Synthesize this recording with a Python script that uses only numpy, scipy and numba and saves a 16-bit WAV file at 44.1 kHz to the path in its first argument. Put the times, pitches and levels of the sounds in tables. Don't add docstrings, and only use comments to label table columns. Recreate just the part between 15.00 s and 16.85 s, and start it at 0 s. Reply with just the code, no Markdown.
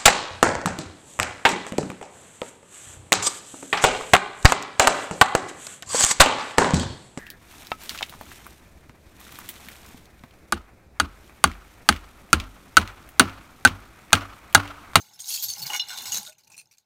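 import sys
import numpy as np
from scipy import signal
from scipy.fft import rfft, irfft
from scipy.io import wavfile
from scipy.ndimage import uniform_filter1d
from numba import njit

SR = 44100
rng = np.random.default_rng(int(sys.argv[2]) if len(sys.argv) > 2 else 0)


def convert_level_to_amplitude(level_db):
    exponent = np.asarray(level_db, float) / 20
    return 10 ** exponent


def output_pcm(signal):
    pcm = np.clip(np.atleast_2d(signal).T, -1, 1) * 32767
    wavfile.write(sys.argv[1], SR, np.round(pcm).astype(np.int16))


N = 81585

# [f/Hz, level/dB per Hz]
ROOM_HISS = [(25, 0), (500, -10), (4500, -10), (16000, -35)]
# [f/Hz, level/dB per Hz]
RUB_NOISE = [(25, -29.5), (102, -2), (205, -5), (287, -15), (384, -9.5), (700, -14), (910, -4.5),
             (1540, -120)]
# [t/s, length/s, level/dB, boom f/Hz]
TABLE_SHOVES = [
    (.41, 0.14, -58.5, 104.4),
    (0.568, 0.12, -52, 145),
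    (0.992, 0.055, -52.5, 245),
    (1.057, 0.12, -58, 88.5),
    (1.11, 0.14, -55.5, 200),
]
# [t/s, stirring level/dB, drag on glass level/dB, push on table level/dB]
HAND_MOVES = [(0, -60, -58, -68), (0.177, -71.5, -62, -74), (0.298, -39.5, -52.5, -70.5),
              (.45, -45.5, -55.5, -62.5), (.55, -49, -52.5, -62), (.63, -53.5, -48, -53.5),
              (.72, -45.5, -40, -72), (0.86, -61.5, -48.5, -67), (0.928, -52, -42, -64),
              (1.154, -44.5, -42.5, -58), (1.303, -59.5, -58, -66), (1.331, -88, -68.5, -76.5),
              (1.551, -82, -74, -69), (1.85, -91, -81.5, -87)]
# [f/Hz, level/dB, t60/s]
GLASS_MODES = [(391, -42, 0.051), (822, -22, 0.11), (1022, -22, 0.078), (1470, -17.5, 0.1),
               (1556, -4, 0.031), (2176, 9, 0.026), (2881, -1.5, 0.11), (3575, -0.5, 0.15),
               (4100, 19, 0.047), (6400, 12, 0.14)]
# [t/s, peak level/dB, favoured f/Hz, length/s]
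GLASS_KNOCKS = [(0.568, -31.5, 822, .1), (0.653, -30.5, 2220, .01), (.698, -21, 600, 0.012),
                (0.733, -17.5, 2176, 0.0094), (.72, -17.5, 926, 0.03), (0.748, -15.5, 2176, .015),
                (0.893, -26, 3190, .015), (0.903, -24, 1470, 0.039), (.976, -26.5, 3500, 0.03),
                (1.058, -29.5, 2176, .015), (1.198, -33.5, 822, .02), (1.499, -43.5, 900, 0.024)]
# [t/s, peak level/dB]
CHIME_STRIKES = [
    (0.701, -24.5),
    (0.721, -38),
    (0.739, -25),
    (.748, -29.5),
    (.756, -32.5),
    (0.797, -18),
    (1.124, -28),
]
# [t/s, peak level/dB, f/Hz, t60/s]
CLEAN_STRIKES = [(.288, -28, 10060, 0.058), (.505, -32.5, 10040, .04), (.699, -23, 822, 0.041),
                 (0.797, -20.5, 3575, 0.066), (0.795, -20, 4075, 0.045), (.815, -25.5, 4020, 0.08),
                 (.796, -22, 5370, 0.07), (.796, -28.5, 6380, .03), (1.263, -41, 3680, 0.085),
                 (1.269, -42, 1470, 0.1), (1.275, -47.5, 616, .1), (1.566, -50, 8870, .04),
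                 (1.578, -39, 8800, 0.08), (1.579, -41, 10910, 0.079), (1.58, -41.5, 7280, 0.046)]
# [t/s, peak level/dB]
ROCKING = [
    (1.504, -58),
    (1.521, -53),
    (1.543, -44.5),
    (1.578, -46.5),
    (1.59, -46),
    (1.598, -45.5),
    (1.614, -52),
]
ROCKING_HZ = (2500, 2587)
# [f/Hz, width/Hz, level/dB]
CHARM_MODES = [(4302, 420, -0.5), (5130, 240, -4.5), (6580, 200, 3.5), (11600, 40, -3), (14500, 190, -1.5)]
# [f/Hz, level/dB per Hz]
HEAP_TONE = [(1500, -48), (3300, -18), (4200, -10.5), (6600, -11.5), (10500, -18), (14600, -15.5),
             (16000, -28.5)]
# [t/s, peak level/dB, ring f/Hz]
DRY_TICKS = [(0.0065, -39, 6400), (0.1386, -44, 6550), (0.2036, -29, 6700), (0.22, -28, 6400),
             (0.243, -30, 3800), (0.2579, -28, 6300), (0.29, -23.5, 10070), (0.3142, -22, 5900),
             (0.3245, -19, 6700), (0.3496, -16, 4440), (0.361, -19.5, 7150), (0.4557, -29, 4320),
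             (0.501, -19.5, 4400), (0.5363, -20, 5930), (0.5856, -27.5, 5340), (0.599, -28, 6470),
             (0.6351, -22, 4330), (0.6672, -18, 4840), (0.9744, -25, 3630), (0.9853, -23.5, 3890),
             (1.0218, -27, 14000), (1.0575, -30, 6700), (1.1209, -17.5, 6750), (1.1285, -17, 6300),
             (1.1335, -18.5, 6740), (1.1566, -21, 6220), (1.17, -19.5, 7020), (1.1749, -20.5, 6800),
             (1.1997, -27.5, 6900), (1.231, -29.5, 8840), (1.2644, -30, 3740), (1.2751, -29.5, 3780),
             (1.3223, -45, 2630), (1.3509, -54, 2700), (1.4366, -50.5, 4340), (1.4463, -51, 5800),
             (1.4777, -48, 6020), (1.501, -45, 8700), (1.5188, -42, 6650), (1.5254, -42.5, 6000),
             (1.5352, -42, 2520), (1.5532, -44, 2540), (1.6573, -50, 5190), (1.6721, -54, 6370),
             (1.715, -48.5, 5820), (1.7373, -50, 4430), (1.7825, -44, 6450)]
# [t/s, peak level/dB, first ring f/Hz, second ring f/Hz, length/s]
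STIRRING = [(0.0014, -38.5, 6360, 14900, 0.021), (0.1345, -44, 5274, 10900, 0.029),
            (0.2015, -31, 6630, 8600, 0.017), (0.2866, -26.5, 6610, 9700, 0.022),
            (0.311, -25, 4370, 11600, 0.036), (0.338, -21.5, 4433, 14600, 0.024),
            (0.375, -30, 6680, 3320, 0.034), (0.4245, -18.5, 14500, 11640, 0.024),
            (0.43, -27.5, 4430, 7260, 0.031), (0.4845, -22, 4480, 6430, 0.017),
            (0.505, -26.5, 4440, 6380, 0.027), (0.582, -29.5, 5210, 14800, 0.024),
            (0.619, -25, 4430, 14500, 0.02)]
# [t/s, peak level/dB, first ring f/Hz, second ring f/Hz, length/s]
SCOOPING = [
    (0.661, -26.5, 4350, 14500, 0.016),
    (0.733, -22, 6400, 5610, 0.047),
    (0.885, -27.5, 5500, 8020, 0.061),
    (0.9739, -28, 4050, 8330, 0.017),
    (1.056, -27, 5410, 7900, 0.037),
    (1.1204, -22.5, 6550, 12100, 0.026),
    (1.145, -17.5, 6460, 3990, 0.041),
    (1.25, -33.5, 6540, 8220, 0.05),
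]
# [t/s, peak level/dB, first ring f/Hz, second ring f/Hz, length/s]
SETTLING = [(0.305, -21.5, 3237, 2697, 0.085), (0.191, -37, 3375, 6400, 0.008),
            (1.3223, -49, 2490, 7030, 0.0095), (1.3825, -48, 6420, 2320, 0.013),
            (1.399, -52.5, 4900, 6400, 0.022), (1.434, -53, 4390, 6400, 0.02),
            (1.471, -49.5, 2600, 6130, 0.0091), (1.501, -51, 2510, 8600, 0.015),
            (1.518, -45, 6150, 7600, 0.014), (1.5347, -45.5, 5760, 7000, 0.02),
            (1.5662, -47, 5740, 8150, 0.0075), (1.578, -36, 6160, 4260, 0.03),
            (1.6098, -48.5, 5880, 11050, 0.0063), (1.7118, -46, 2474, 5830, 0.018),
            (1.736, -54.5, 2520, 4430, 0.017), (1.7705, -61, 2500, 7400, 0.0036),
            (1.782, -54, 4090, 6480, 0.0044), (1.795, -60, 4640, 6670, 0.018)]

CRACK_T60_S = 0.022


def level(x, db):
    return x * convert_level_to_amplitude(db) / np.sqrt(np.mean(x ** 2))


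def curve(table, hz):
    rows = np.array(table)
    return np.interp(np.log(hz), np.log(rows[:, 0]), rows[:, 1])


def colour(x, table):
    hz = np.arange(len(x) // 2 + 1) * SR / len(x) + 1
    return irfft(rfft(x) * convert_level_to_amplitude(curve(table, hz)), len(x))


def walk(rate):
    hold = int(SR / rate)
    steps = np.repeat(rng.standard_normal(N)[:N // hold + 1], hold)
    return uniform_filter1d(steps, hold)[:N]


@njit
def add(out, start, hz, t60, gain):
    for k in range(len(hz)):
        turn = np.exp((2j * np.pi * hz[k] - np.log(1000) / t60[k]) / SR)
        z = gain[k] + 0j
        first = max(int(start[k] * SR), 0)
        last = min(int((start[k] + t60[k]) * SR), len(out))
        for i in range(first, last):
            out[i] += z.imag
            z *= turn
    return out


def rings(start, hz, t60, db):
    columns = np.broadcast_arrays(start, np.clip(hz, 50, 20000), t60, convert_level_to_amplitude(db))
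    s, f, t, g = (np.ascontiguousarray(c, float).ravel() for c in columns)
    out = add(np.zeros(N), s, f, t, g)
    return add(out, s, f, 8 / f, -g)


def hand(column):
    rows = np.array(HAND_MOVES)
    return np.interp(np.arange(N) / SR, rows[:, 0], rows[:, column])


def contacts(s, db, length, u):
    k = np.arange(8)[:, None]
    place = (k + u[..., :1]) / 8 * (k > 0)
    size = db - 3.5 * place - 9 * u[..., 1:2] * (place > 0)
    return s + place * np.abs(length), size


def cracks(when, db, table, t60=CRACK_T60_S):
    at = np.clip(when * SR, 0, N - 1).astype(int).ravel()
    hits = np.bincount(at, convert_level_to_amplitude(db).ravel(), N)
    noise = rng.standard_normal(N)
    spit = signal.lfilter([1], [1, -convert_level_to_amplitude(-60 / (t60 * SR))], hits) * noise
    return colour(spit, table) / np.std(colour(noise, table)) / 2


def room_tone():
    return level(colour(rng.standard_normal(N), ROOM_HISS), -88)


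def room_tail(near):
    t = np.arange(SR // 2) / SR
    t60_s = 0.12
    tail = rng.standard_normal(len(t)) * convert_level_to_amplitude(-60 * t / t60_s) * (t > .002)
    return convert_level_to_amplitude(-12) * signal.fftconvolve(near, tail / np.sqrt(np.sum(tail ** 2)))[:N]


def table_rub():
    rumble = colour(rng.standard_normal(N), RUB_NOISE + [(3000, -69.0)])
    return level(rumble, 0) * convert_level_to_amplitude(hand(3) + 2 * walk(22.75))


def shoves():
    t, out = np.arange(N) / SR, 0
    for s, length, db, hz in TABLE_SHOVES:
        band = [(hz / 2, -40), (hz * .9, 0), (hz * 1.1, 0), (hz * 2, -40)]
        boom = colour(rng.standard_normal(N), band)
        out = out + level(boom, db) * np.sin(np.pi * np.clip((t - s) / length, 0, 1))
    return out


def knocks():
    f, g, t60 = np.array(GLASS_MODES).T
    s, db, focus, length = np.array(GLASS_KNOCKS).T[:, :, None, None]
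    u = rng.random((30, 8, 16))[:len(s)]
    when, size = contacts(s, db - 6.5, length, u)
    slide = length * (u[..., :5:-1] - .5)
    focus_db = -23 * np.abs(np.log2(f / focus))
    mode_db = size + 0.19 * g + focus_db - 6 * u[..., 2:2 + len(f)]
    out = rings(when, f * (1 + slide), t60, mode_db)
    crack_db = size - 5.5 - 6 * np.log2(focus / 800)
    return out + cracks(when, crack_db, [(150, -23), (900, -11.5), (8000, -22.5)])


def scrape():
    v = rng.random((4000, 4))
    mode = (v[:, 1] ** 2 * len(GLASS_MODES)).astype(int)
    f, g, t60 = np.array(GLASS_MODES)[mode].T
    hz = f * (1 + 0.34 * (v[:, 3] - .5) * v[:, 2])
    db = 0.63 * g - 7 * np.log2(f / 800) - 2 * np.log(v[:, 2])
    drag = rings(v[:, 0] * N / SR, hz, 0.33 * t60, db)
    return level(drag, -1) * convert_level_to_amplitude(hand(2))


def chime():
    hz = 2889.5
    hit, hit_db = np.array(CHIME_STRIKES).T
    return rings(np.round(hit * hz) / hz, hz, 0.11, hit_db)


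def clean_strikes():
    s, db, hz, t60 = np.array(CLEAN_STRIKES).T[:, :, None]
    u = rng.random((20, 6))[:len(s)]
    when = s + u[:, :3] * t60 / 10 * [0, 1, 2]
    split_hz = 70 * np.sqrt(hz / 2889.5)
    return rings(when, hz + split_hz * (u[:, 3:] - .5), t60, db - 4.5)


def rocking_charm():
    when, size = np.array(ROCKING).T[:, :, None]
    hz = np.array(ROCKING_HZ) * (1 + 0.023 * rng.standard_normal((12, 2))[:len(when)])
    return rings(when, hz, 0.039, size)


def rattle():
    t60_s, scatter_db = 0.02, 3.5
    u = rng.random((3000, 4))
    size = -scatter_db * np.log(u[:, 3] + .05)
    hz = 2200 * 7 ** u[:, 1]
    loose_db = size + curve(HEAP_TONE, hz) + 10 * np.log10(hz)
    loose = rings(u[:, 0] * N / SR, hz, t60_s * (0.3 + u[:, 2]), loose_db)
    v = rng.random((2000, 5))
    f, width, db = np.array(CHARM_MODES)[(v[:, 1] * len(CHARM_MODES)).astype(int)].T
    tuned_hz = f + 1.94 * width * (v[:, 4] - .5)
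    tuned_db = db - scatter_db * np.log(v[:, 3] + 0.1)
    tuned = rings(v[:, 0] * N / SR, tuned_hz, 2 * t60_s * (0.047 + v[:, 2]), tuned_db)
    hiss = colour(rng.standard_normal(N), HEAP_TONE)
    heap = level(loose, 0) + level(tuned, 0) + level(hiss, -0.5)
    return heap * convert_level_to_amplitude(1.5 + hand(1) - 1.5 * walk(43.8))


def ticks():
    t60_s = 0.015
    s, db, hz = np.array(DRY_TICKS).T[:, :, None]
    u = rng.random((60, 8))[:len(s)]
    main = rings(s, hz, t60_s, db - 2.5)
    near_hz = hz * (1 + 0.23 * (2 * u[:, :4] - 1))
    near = rings(s + .001 * u[:, 4:], near_hz, t60_s / 2, db - 8.5)
    return main + near + cracks(s, db - 5, HEAP_TONE, t60_s / 2)


def clinks(table, body_db, crack_db, t60, spread):
    s, db, low, high, length = np.array(table).T[:, :, None, None]
    u = rng.random((30, 8, 12))[:len(s)]
    when, size = contacts(s, db - 5.5, length, u)
    bend = u[..., 2:3] - .5
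    lower = rings(when, low * (1 + spread * bend), t60, size)
    upper = rings(when, high * (1 + 0.038 * bend), 1.6 * t60, size - 1 - 8 * u[..., 3:4])
    side_hz = 2.1 * low * (22000 / low) ** u[..., 4:8]
    side_t60 = 0.055 * (0.038 + .5 * u[..., 8:])
    side = rings(when, side_hz, side_t60, size + 0.66 * curve(HEAP_TONE, side_hz))
    crack = cracks(when, size + crack_db, HEAP_TONE)
    body = cracks(when, size + body_db, [(150, -17), (2600, -0.5), (5000, -31.5)])
    return lower + upper + side + crack + body


def scene():
    near = table_rub() + shoves()
    near = near + knocks() + scrape() + chime() + clean_strikes()
    near = near + rocking_charm() + rattle() + ticks()
    near = near + clinks(STIRRING, body_db=-20, crack_db=2.0, t60=0.055, spread=0.035)
    near = near + clinks(SCOOPING, body_db=-9.0, crack_db=3.9, t60=0.037, spread=0.12)
    near = near + clinks(SETTLING, body_db=-11.5, crack_db=0, t60=0.02, spread=0.16)
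    return (near + room_tail(near) + room_tone())[None]


def band_limit(x):
    return signal.sosfilt(signal.butter(12, 16340, fs=SR, output="sos"), x)


def record(dry):
    top_cut = signal.ellip(8, .2, 70, 15800, fs=SR, output="sos")
    mix = signal.sosfilt(top_cut, dry)
    return band_limit(mix)


dry = scene()
out = record(dry)
output_pcm(out)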